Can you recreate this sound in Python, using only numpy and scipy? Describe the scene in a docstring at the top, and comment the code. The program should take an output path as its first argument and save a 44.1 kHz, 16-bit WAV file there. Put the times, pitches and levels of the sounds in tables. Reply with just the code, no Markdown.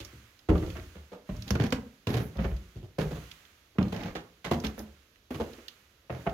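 """A faint boom and a tick come first, then heavy shoes climb an old wooden staircase in a bare stairwell,
close below a handheld camera. Each contact excites damped modes: the frame booms, the tread thuds and
knocks, and the sole slaps. Soles scuff by grainy friction; grit and dry joints tick as short noise bursts.
Clothes hiss after each step over the quiet of the building. Decaying noise gives the stairwell's tail.
The right microphone port faces the stairs and hears more treble."""
import sys
import numpy as np
from scipy import signal
from scipy.fft import rfft, irfft, next_fast_len
from scipy.io import wavfile
from scipy.ndimage import uniform_filter1d

SR = 44100
rng = np.random.default_rng(int(sys.argv[2]) if len(sys.argv) > 2 else 0)


def materialize(psi):
    """Save the field psi as 16-bit PCM at rate SR to the path in sys.argv[1].

    A 1-D psi becomes a single channel; in a 2-D psi each row is a channel.
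    """
    bounded = np.clip(np.atleast_2d(psi).T, -1, 1)
    quanta = np.round(bounded * 32767).astype(np.int16)
    wavfile.write(sys.argv[1], SR, quanta)


N = 279153  # length [samples]
TOP_HZ = 15900  # upper band limit

# Shoe contacts, peaks before the stairwell's tail:
# (time [s], boom [dB], thud [dB], knock [dB], slap [dB], landing time constant [s])
CONTACTS = [(0.002, -37, -49, -42.5, -44, 0.00031), (0.124, -55, -44, -55, -65, 0.0084),
            (0.487, -9, -19.5, -17, -29.5, 0.00095), (0.512, -42, -27.5, -17.5, -48, 0.0012),
            (0.553, -24, -36, -26.5, -33.5, .0004), (0.624, -22, -49, -29.5, -41, 0.00044),
            (0.655, -33.5, -43.5, -36.5, -61, 0.026), (0.75, -36, -46.5, -38, -41.5, 0.015),
            (0.948, -44, -45, -45, -50, 0.012), (1.116, -52, -46.5, -36.5, -47.5, 0.0084),
            (1.29, -30, -28, -37, -43, 0.00091), (1.338, -40, -36, -49.5, -68, 0.0098),
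            (1.506, -21.5, -20, -26.5, -24.5, 0.00018), (1.552, -45, -24.5, -25, -29, 0.0016),
            (1.598, -36, -16.5, -27, -27.5, 0.0003), (1.636, -44, -23, -32, -31.5, 0.001),
            (1.722, -29, -22, -24, -22.5, 0.0017), (2.069, -49, -20.5, -29, -30.5, 0.00075),
            (2.101, -54, -21.5, -53, -43, 0.0035), (2.137, -29, -33, -25.5, -32, 0.0023),
            (2.168, -44, -22.5, -32.5, -32.5, 0.00032), (2.2, -58, -26.5, -34, -43, 0.0041),
            (2.351, -28, -36.5, -42, -49, 0.019), (2.382, -27.5, -23.5, -31.5, -38.5, 0.015),
            (2.438, -23, -29, -28.5, -34.5, 0.0089), (2.51, -23, -39.5, -49, -45, .004),
            (2.755, -35, -34, -50, -60.5, 0.0048), (2.827, -40, -39.5, -46, -63, 0.0022),
            (2.983, -34.5, -23.5, -20.5, -32.5, 0.001), (3.008, -36, -29.5, -31, -34, 0.00078),
            (3.049, -27.5, -30.5, -37.5, -64, 0.0016), (3.107, -33, -34, -33.5, -44.5, 0.011),
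            (3.15, -36, -40, -41, -45.5, 0.023), (3.75, -55, -67, -48.5, -60, 0.0047),
            (3.783, -28, -13, -23, -26, .0008), (3.809, -32, -24, -28, -38, .0004),
            (3.85, -32.5, -60, -39, -43, 0.0028), (3.923, -34.5, -31.5, -29.5, -36.5, 0.00067),
            (4.152, -43.5, -41, -30, -30.5, 0.00078), (4.443, -56, -41.5, -35.5, -30, 0.003),
            (4.511, -41, -18.5, -17.5, -26.5, 0.0017), (4.534, -33, -33, -31, -35, 0.00097),
            (4.638, -32, -28.5, -33.5, -32, 0.0004), (4.772, -35, -39, -36, -43, .018),
            (5.305, -48, -33, -33, -40, 0.0013), (5.34, -42, -33, -40, -37.5, 0.0029),
            (5.397, -29.5, -30, -24, -36.5, 0.004), (5.581, -51, -71, -46.5, -54.5, 0.0025),
            (6.096, -37.5, -34, -28.5, -35.5, .0007), (6.256, -58, -50, -40, -46, 0.0012),
            (6.265, -31, -26, -21, -30, 0.00087)]
# The tread under the foot from a given time on; ring scales the decay of every mode:
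# (time [s], boom [Hz], thud [Hz], knock [Hz], ring t60 [s], slap t60 [s], grit relative to slap [dB])
TREADS = [(0, 67, 101, 312, 0.17, .08, 9.5), (.48, 81.4, 173, 310, 0.25, 0.1, -9.5),
          (.9, 74, 179, 476, 0.086, 0.17, -2), (1.25, 60, 110, 612, 0.34, 0.058, -6),
          (1.5, 71, 113.4, 475, 0.11, 0.038, -5.5), (1.63, 69, 228, 488, 0.053, 0.039, 1.5),
          (2.0, 74.5, 116.4, 424, 0.16, 0.09, -0.5), (2.3, 59, 170, 554, 0.19, 0.076, -11.5),
          (2.7, 58, 104, 358, 0.097, 0.21, 9), (2.9, 63, 150.3, 441, 0.18, 0.088, -0.5),
          (3.7, 92, 188, 325, .1, 0.077, -13.5), (3.9, 80.6, 198, 519, 0.58, 0.062, -1.5),
          (4.1, 59, 163, 373, 0.11, .14, -2), (4.4, 82.2, 166, 773, 0.11, 0.086, -0.5),
          (4.6, 72.5, 216, 437, 0.18, 0.13, -4), (5.2, 76.6, 243, 448, 0.087, 0.095, -2.5),
          (6.0, 80.2, 126, 488, 0.27, 0.084, -16), (6.2, 59.4, 172, 690, 0.077, 0.061, -25)]
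# Modes shared by the whole staircase: (mean frequency [Hz], mean relative level [dB], t60 at a ring of 0.2 s [s])
STAIR_MODES = [(48, -10, .35), (63, -8, .35), (86, -8, .35), (115, -7, .25), (150, -8, .2), (197, -6, .2),
               (240, -9, .17), (312, -7, .2), (365, -8, .14), (410, -9, .14), (490, -11, .13),
               (560, -14, .12), (640, -16, .12), (740, -18, .1), (860, -20, .1)]
# Band edges that part boom, thud, knock, slap and grit: (frequency [Hz])
PART_EDGES_HZ = [30, 100, 300, 1000, 4000, 16000]
# Colour of sole against board: (frequency [Hz], relative level [dB])
SLAP_COLOUR = [(150, -1.5), (300, -2.5), (600, -5.5), (1300, -7.5), (3000, -17.5), (5800, -40.5),
               (8500, -31), (12300, -55), (16000, -52)]


def footfalls():
    """Modal excitation: a contact rings the shared modes and three tread notes, with slap noise on top."""
    track = np.zeros((2, N))
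    t = np.arange(SR // 3) / SR
    mode_hz, mode_db, mode_t60 = np.transpose(STAIR_MODES)
    for start, *levels_db, landing in CONTACTS:
        tread = [row for row in TREADS if row[0] <= start][-1]
        _, boom_hz, thud_hz, knock_hz, ring, slap_t60, grit_db = tread
        ring = np.clip(ring, .02, .4)
        landing = np.clip(landing, .0003, .02)
        slap_t60 = np.clip(slap_t60, .01, .2)

        # shared modes are detuned, and all levels varied, afresh for each contact and channel
        shared_hz = mode_hz * (1 + 0.045 * rng.standard_normal((2, len(mode_hz))))
        hz = np.append(shared_hz, [[boom_hz, thud_hz, knock_hz]] * 2, axis=1)[..., None]
        level_db = np.append(mode_db, [1, 3, -1]) + 4.0 * rng.standard_normal(hz.shape[:2])
        size = amp(level_db)[..., None]
        t60 = ring * np.append(mode_t60 / .2, [1.7, .9, .45])[:, None]

        # a heel lands at once, a rolling sole takes some milliseconds
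        rise = 1 - np.exp(-t / landing)
        modes = size * amp(-60 * t / t60) * np.sin(2 * np.pi * hz * t)
        wood = rise * np.sum(modes, axis=1)

        # the sole meets the board in uneven little contacts
        chatter = amp(3.3 * unit(uniform_filter1d(rng.standard_normal(len(t)), size=130)))
        slap = noise(SLAP_COLOUR, len(t)) * chatter * amp(-60 * t / slap_t60) * rise
        body = unit(wood) + amp(-4) * unit(slap)

        # each part of the wood gathers around its note; slap and grit are noise alone
        notes = [(boom_hz, 1.5), (thud_hz, .9), (knock_hz, .8)]
        sources = [filtered(body, hump(*note)) for note in notes] + [slap, slap]
        peaks_db = [*levels_db, levels_db[-1] + grit_db]
        blow = 0
        for k, (source, peak_db) in enumerate(zip(sources, peaks_db)):
            part = filtered(source, band(*PART_EDGES_HZ[k:k + 2]))
            blow = blow + amp(peak_db) * part / np.abs(part).max(axis=1, keepdims=True)
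        add(track, start, stairwell(blow, wet_db=-5.5))
    return track


# Soles dragging over the wood, levels before the fades and the change over the stroke:
# (time [s], rub length [s], rub rms [dB], dust rms [dB], change over the stroke [dB])
SCUFFS = [(1.462, 0.079, -47.5, -64, 4), (1.595, .12, -31.5, -63, -9), (2.081, .17, -35, -55.5, -3),
          (2.394, .12, -40, -65, -4), (2.985, 0.08, -30, -55, -14), (3.939, .19, -37.5, -84, 1.5),
          (4.454, 0.059, -34.5, -68, -6), (4.634, 0.064, -35, -58, -2.5), (4.778, 0.059, -45, -51, -12),
          (5.302, .13, -45.5, -60.5, -6.5), (6.1, .15, -44, -68, -6.5)]
# Colour of the rub: (frequency [Hz], relative level [dB])
RUB_COLOUR = [(210, 2), (350, -9), (541, -8.5), (824, -10.5), (944, -16.5), (1970, -17), (2190, -17.5),
              (2760, -24), (9000, -37), (11700, -66), (19800, -120)]
# Colour of the dust: (frequency [Hz], relative level [dB])
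DUST_COLOUR = [(7000, -17), (10000, 10), (13000, 1), (16000, -1)]
DRAG_ATTACK_S, DRAG_RELEASE_S = 0.0079, 0.045  # soft edges of a stroke
DUST_LINGERS = 1.33  # dust length as a multiple of rub length


def scuffs():
    """Friction noise: grainy rubbing of the sole on wood, and the longer fine hiss of dust."""
    track = np.zeros((2, N))
    for start, length, rub_db, dust_db, change_db in SCUFFS:
        rub = (rub_db, length, RUB_COLOUR, 3, -7)
        dust = (dust_db, length * DUST_LINGERS, DUST_COLOUR, 1.2, -12)
        for level_db, lasts, colour, grain_db, wet_db in [rub, dust]:
            t = np.arange(0, lasts, 1 / SR)
            fades = np.minimum(t / DRAG_ATTACK_S, (lasts - t) / DRAG_RELEASE_S)
            stroke = np.clip(fades, 0, 1) * amp(change_db * t / lasts)
            grain = amp(grain_db * unit(uniform_filter1d(rng.standard_normal(len(t)), size=90)))
            friction = unit(grain * noise(colour, len(t)))
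            add(track, start, stairwell(stroke * amp(level_db) * friction, wet_db))
    return track


# Grit and dry joints, peaks before the stairwell's tail: (time [s], peak [dB], centre frequency [Hz])
TICKS = [(0.048, -32.5, 5700), (0.391, -48, 3840), (0.579, -42, 3340), (0.663, -46, 4300),
         (0.702, -36, 2700), (0.768, -37, 1550), (0.778, -67, 3070), (0.797, -41, 1550), (1.366, -42, 4870),
         (1.422, -35.5, 4500), (1.479, -33.5, 3530), (1.489, -36, 4070), (1.506, -22.5, 5400),
         (1.61, -33, 2600), (1.665, -35, 3770), (1.705, -37, 4630), (2.071, -32, 3300),
         (2.141, -35.5, 3300), (2.17, -48, 3300), (2.37, -43, 3820), (2.444, -39, 2500), (2.464, -54, 2640),
         (2.565, -44.5, 3960), (3.314, -36, 3400), (3.452, -47, 3034), (3.828, -34, 2940),
         (3.883, -43.5, 3770), (3.963, -33, 2580), (4.035, -34, 2860), (4.601, -36.5, 5400),
         (4.647, -26.5, 2900), (4.667, -26, 3370), (4.792, -33.5, 6240), (5.158, -52.5, 2000),
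         (5.438, -46, 3420), (5.533, -42.5, 3650), (5.682, -30.5, 3500), (6.227, -52, 2000),
         (6.295, -39, 2910)]
TICK_T60_S = 0.032  # decay of the noise that excites the resonance


def ticks():
    """Impulsive resonance: a short decaying noise burst is spread around the pitch of each crack."""
    track = np.zeros((2, N))
    t = np.arange(SR // 16) / SR
    for start, peak_db, hz in TICKS:
        burst = rng.standard_normal((2, len(t))) * amp(-60 * t / TICK_T60_S)
        snap = filtered(filtered(burst, hump(hz, width=.45)), band(867, TOP_HZ))
        add(track, start, stairwell(amp(peak_db) * snap / np.abs(snap).max(), wet_db=-9))
    return track


# Each step swings a leg and its clothes: (start time [s], greatest rustle level [dB])
STRIDES = [(-.15, -57), (0.492, -53.5), (1.252, -58.5), (1.55, -67.5), (2.07, -61), (2.4, -65.5),
           (2.98, -54), (3.78, -58.5), (4.45, -58), (5.3, -56.5), (6.1, -60)]
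# Colour of the clothes: (frequency [Hz], relative level [dB])
CLOTHES_COLOUR = [(500, 0), (900, 1.5), (1300, 8.5), (3000, 4.5), (5500, -4), (8300, 6), (12000, -8.5),
                  (16000, -9.5)]
# Colour of the quiet building: (frequency [Hz], relative level [dB])
QUIET_COLOUR = [(15, -22), (28, 2.5), (70, 3.5), (161, -11.5), (476, -13), (936, -22.5), (1440, -24.5),
                (3430, -20.5), (6560, -27.5), (11600, -28.5), (16000, -42)]
SWING_S, STILL_DB = .15, -76  # time to the height of a rustle; steady hiss beneath the rustles
QUIET_DB = -64  # rms of the quiet building


def air():
    """Stationary and modulated noise: the quiet building, and clothes whose hiss swells after each step."""
    start, rustle_db = np.transpose(STRIDES)[..., None]
    u = np.clip(np.arange(N) / SR - start, 0, None) / SWING_S
    swells = amp(rustle_db) * u * np.exp(1 - u)  # each is greatest at u = 1
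    rustle = amp(STILL_DB) + np.sum(swells, axis=0)
    return amp(QUIET_DB) * noise(QUIET_COLOUR, N) + rustle * noise(CLOTHES_COLOUR, N)


# Reverberation of the stairwell: (frequency [Hz], t60 [s])
WELL_DECAY = [(50, 0.34), (200, 0.46), (800, 0.37), (3000, 0.21), (12000, 0.22)]


def stairwell(x, wet_db):
    """Diffuse reverberation: convolution with fresh noise in which each frequency dies at its own speed."""
    hz, t, cells = signal.stft(rng.standard_normal((2, SR * 3 // 4)), SR, nperseg=512)
    decay = amp(-60 * t / along(WELL_DECAY, hz)[:, None])
    tail = signal.istft(cells * decay, SR, nperseg=512)[1]
    onset = np.clip(np.arange(tail.shape[1]) / (0.0049 * SR), 0, 1)  # 4.9 ms build-up
    tail = tail * onset / np.linalg.norm(tail[0])
    wet = signal.fftconvolve(x, tail, axes=1)
    direct = np.pad(x, ((0, 0), (0, wet.shape[1] - x.shape[1])))
    return direct + amp(wet_db) * wet


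def amp(db):
    """Decibel law: the amplitude gain of a level in dB."""
    return 10 ** (np.asarray(db) / 20)


def unit(x):
    """Power normalisation: x at rms 1 over all its channels."""
    return x / np.sqrt(np.mean(x ** 2) + 1e-20)


def along(points, hz):
    """Logarithmic frequency scale: interpolate (frequency [Hz], value) points."""
    f, value = np.transpose(points)
    return np.interp(np.log(hz + 1), np.log(f + 1), value)


def filtered(x, response):
    """Linear filtering: multiply the spectrum of x by a complex response of frequency."""
    m = 2 * next_fast_len(x.shape[-1] // 2 + 4096)  # even, zero-padded length
    spectrum = rfft(x, m) * response(np.fft.rfftfreq(m, 1 / SR))
    return irfft(spectrum, m)[..., :x.shape[-1]]


def band(lo_hz, hi_hz):
    """Causal band-pass: cascaded second-order sections, 24 dB an octave on each side."""
    section = lambda u: 1 / (1 + np.sqrt(2) * u + u * u)
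    return lambda f: (section(1j * f / hi_hz) * section(lo_hz / (1j * f + 1e-9))) ** 2


def hump(hz, width):
    """Damped resonance: gain 1 at hz, bandwidth as a share of hz."""
    return lambda f: 1j * f * hz * width / (hz * hz - f * f + 1j * f * hz * width)


def causal(gain):
    """Minimum phase: fold the cepstrum of a gain so its response starts no sooner than its cause."""
    cepstrum = irfft(np.log(gain + 1e-6))
    half = cepstrum.shape[-1] // 2
    forward = cepstrum * (np.arange(2 * half) < half)
    return np.exp(2 * rfft(forward, 2 * half) - cepstrum[..., :1])


def noise(spectrum, size):
    """Spectral shaping: two unrelated noises of one colour, rms 1 together."""
    white = rng.standard_normal((2, size))
    return unit(filtered(white, lambda f: amp(along(spectrum, f))))


def add(track, s, sound):
    """Superposition: mix a sound into a track at time s, cut at the track's end."""
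    part = track[:, round(s * SR):][:, :sound.shape[1]]
    part += sound[:, :part.shape[1]]


# Likeness of the two ports: (frequency [Hz], left-right correlation [-1 to 1])
LIKENESS = [(60, .998), (180, .993), (350, .9), (700, .65), (1400, .15), (4000, 0), (9000, .45),
            (15000, .5)]
# Balance of the two ports: (frequency [Hz], left minus right [dB])
BALANCE = [(60, 0), (300, -.8), (700, -1.2), (1400, -5.5), (2800, -8), (5500, -9.5), (9500, -4),
           (14000, -5)]


def scene():
    """Interchannel coherence: the ports agree in the bass, and differ and lean right in the treble."""
    pair = footfalls() + ticks() + scuffs() + air()
    # cos^2 - sin^2 of half the angle gives the wanted correlation
    angle = lambda f: np.arccos(np.clip(along(LIKENESS, f), -1, 1)) / 2
    mid, side = filtered(pair, lambda f: causal(np.array([np.cos(angle(f)), np.sin(angle(f))])))
    ports = np.array([mid + side, mid - side])
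    return filtered(ports, lambda f: causal(amp(np.outer([.5, -.5], along(BALANCE, f)))))


# Treble response of the microphone ports, with a dip: (frequency [Hz], gain [dB])
PORT_GAIN = [(6500, 1), (8200, -14.5), (9800, -8), (11500, 2)]
LOW_HZ = 43.7  # corner of each of three bass roll-offs


def record(dry):
    """Band limitation: the camera colours the treble, rolls off deep bass and cuts steeply above its limit."""
    colour = filtered(dry, lambda f: causal(amp(along(PORT_GAIN, f))))
    bass_cut = lambda f: (1j * f / (LOW_HZ + 1j * f)) ** 3
    return filtered(colour, lambda f: bass_cut(f) / (1 + (f / TOP_HZ) ** 80))


dry = scene()
out = record(dry)
materialize(out)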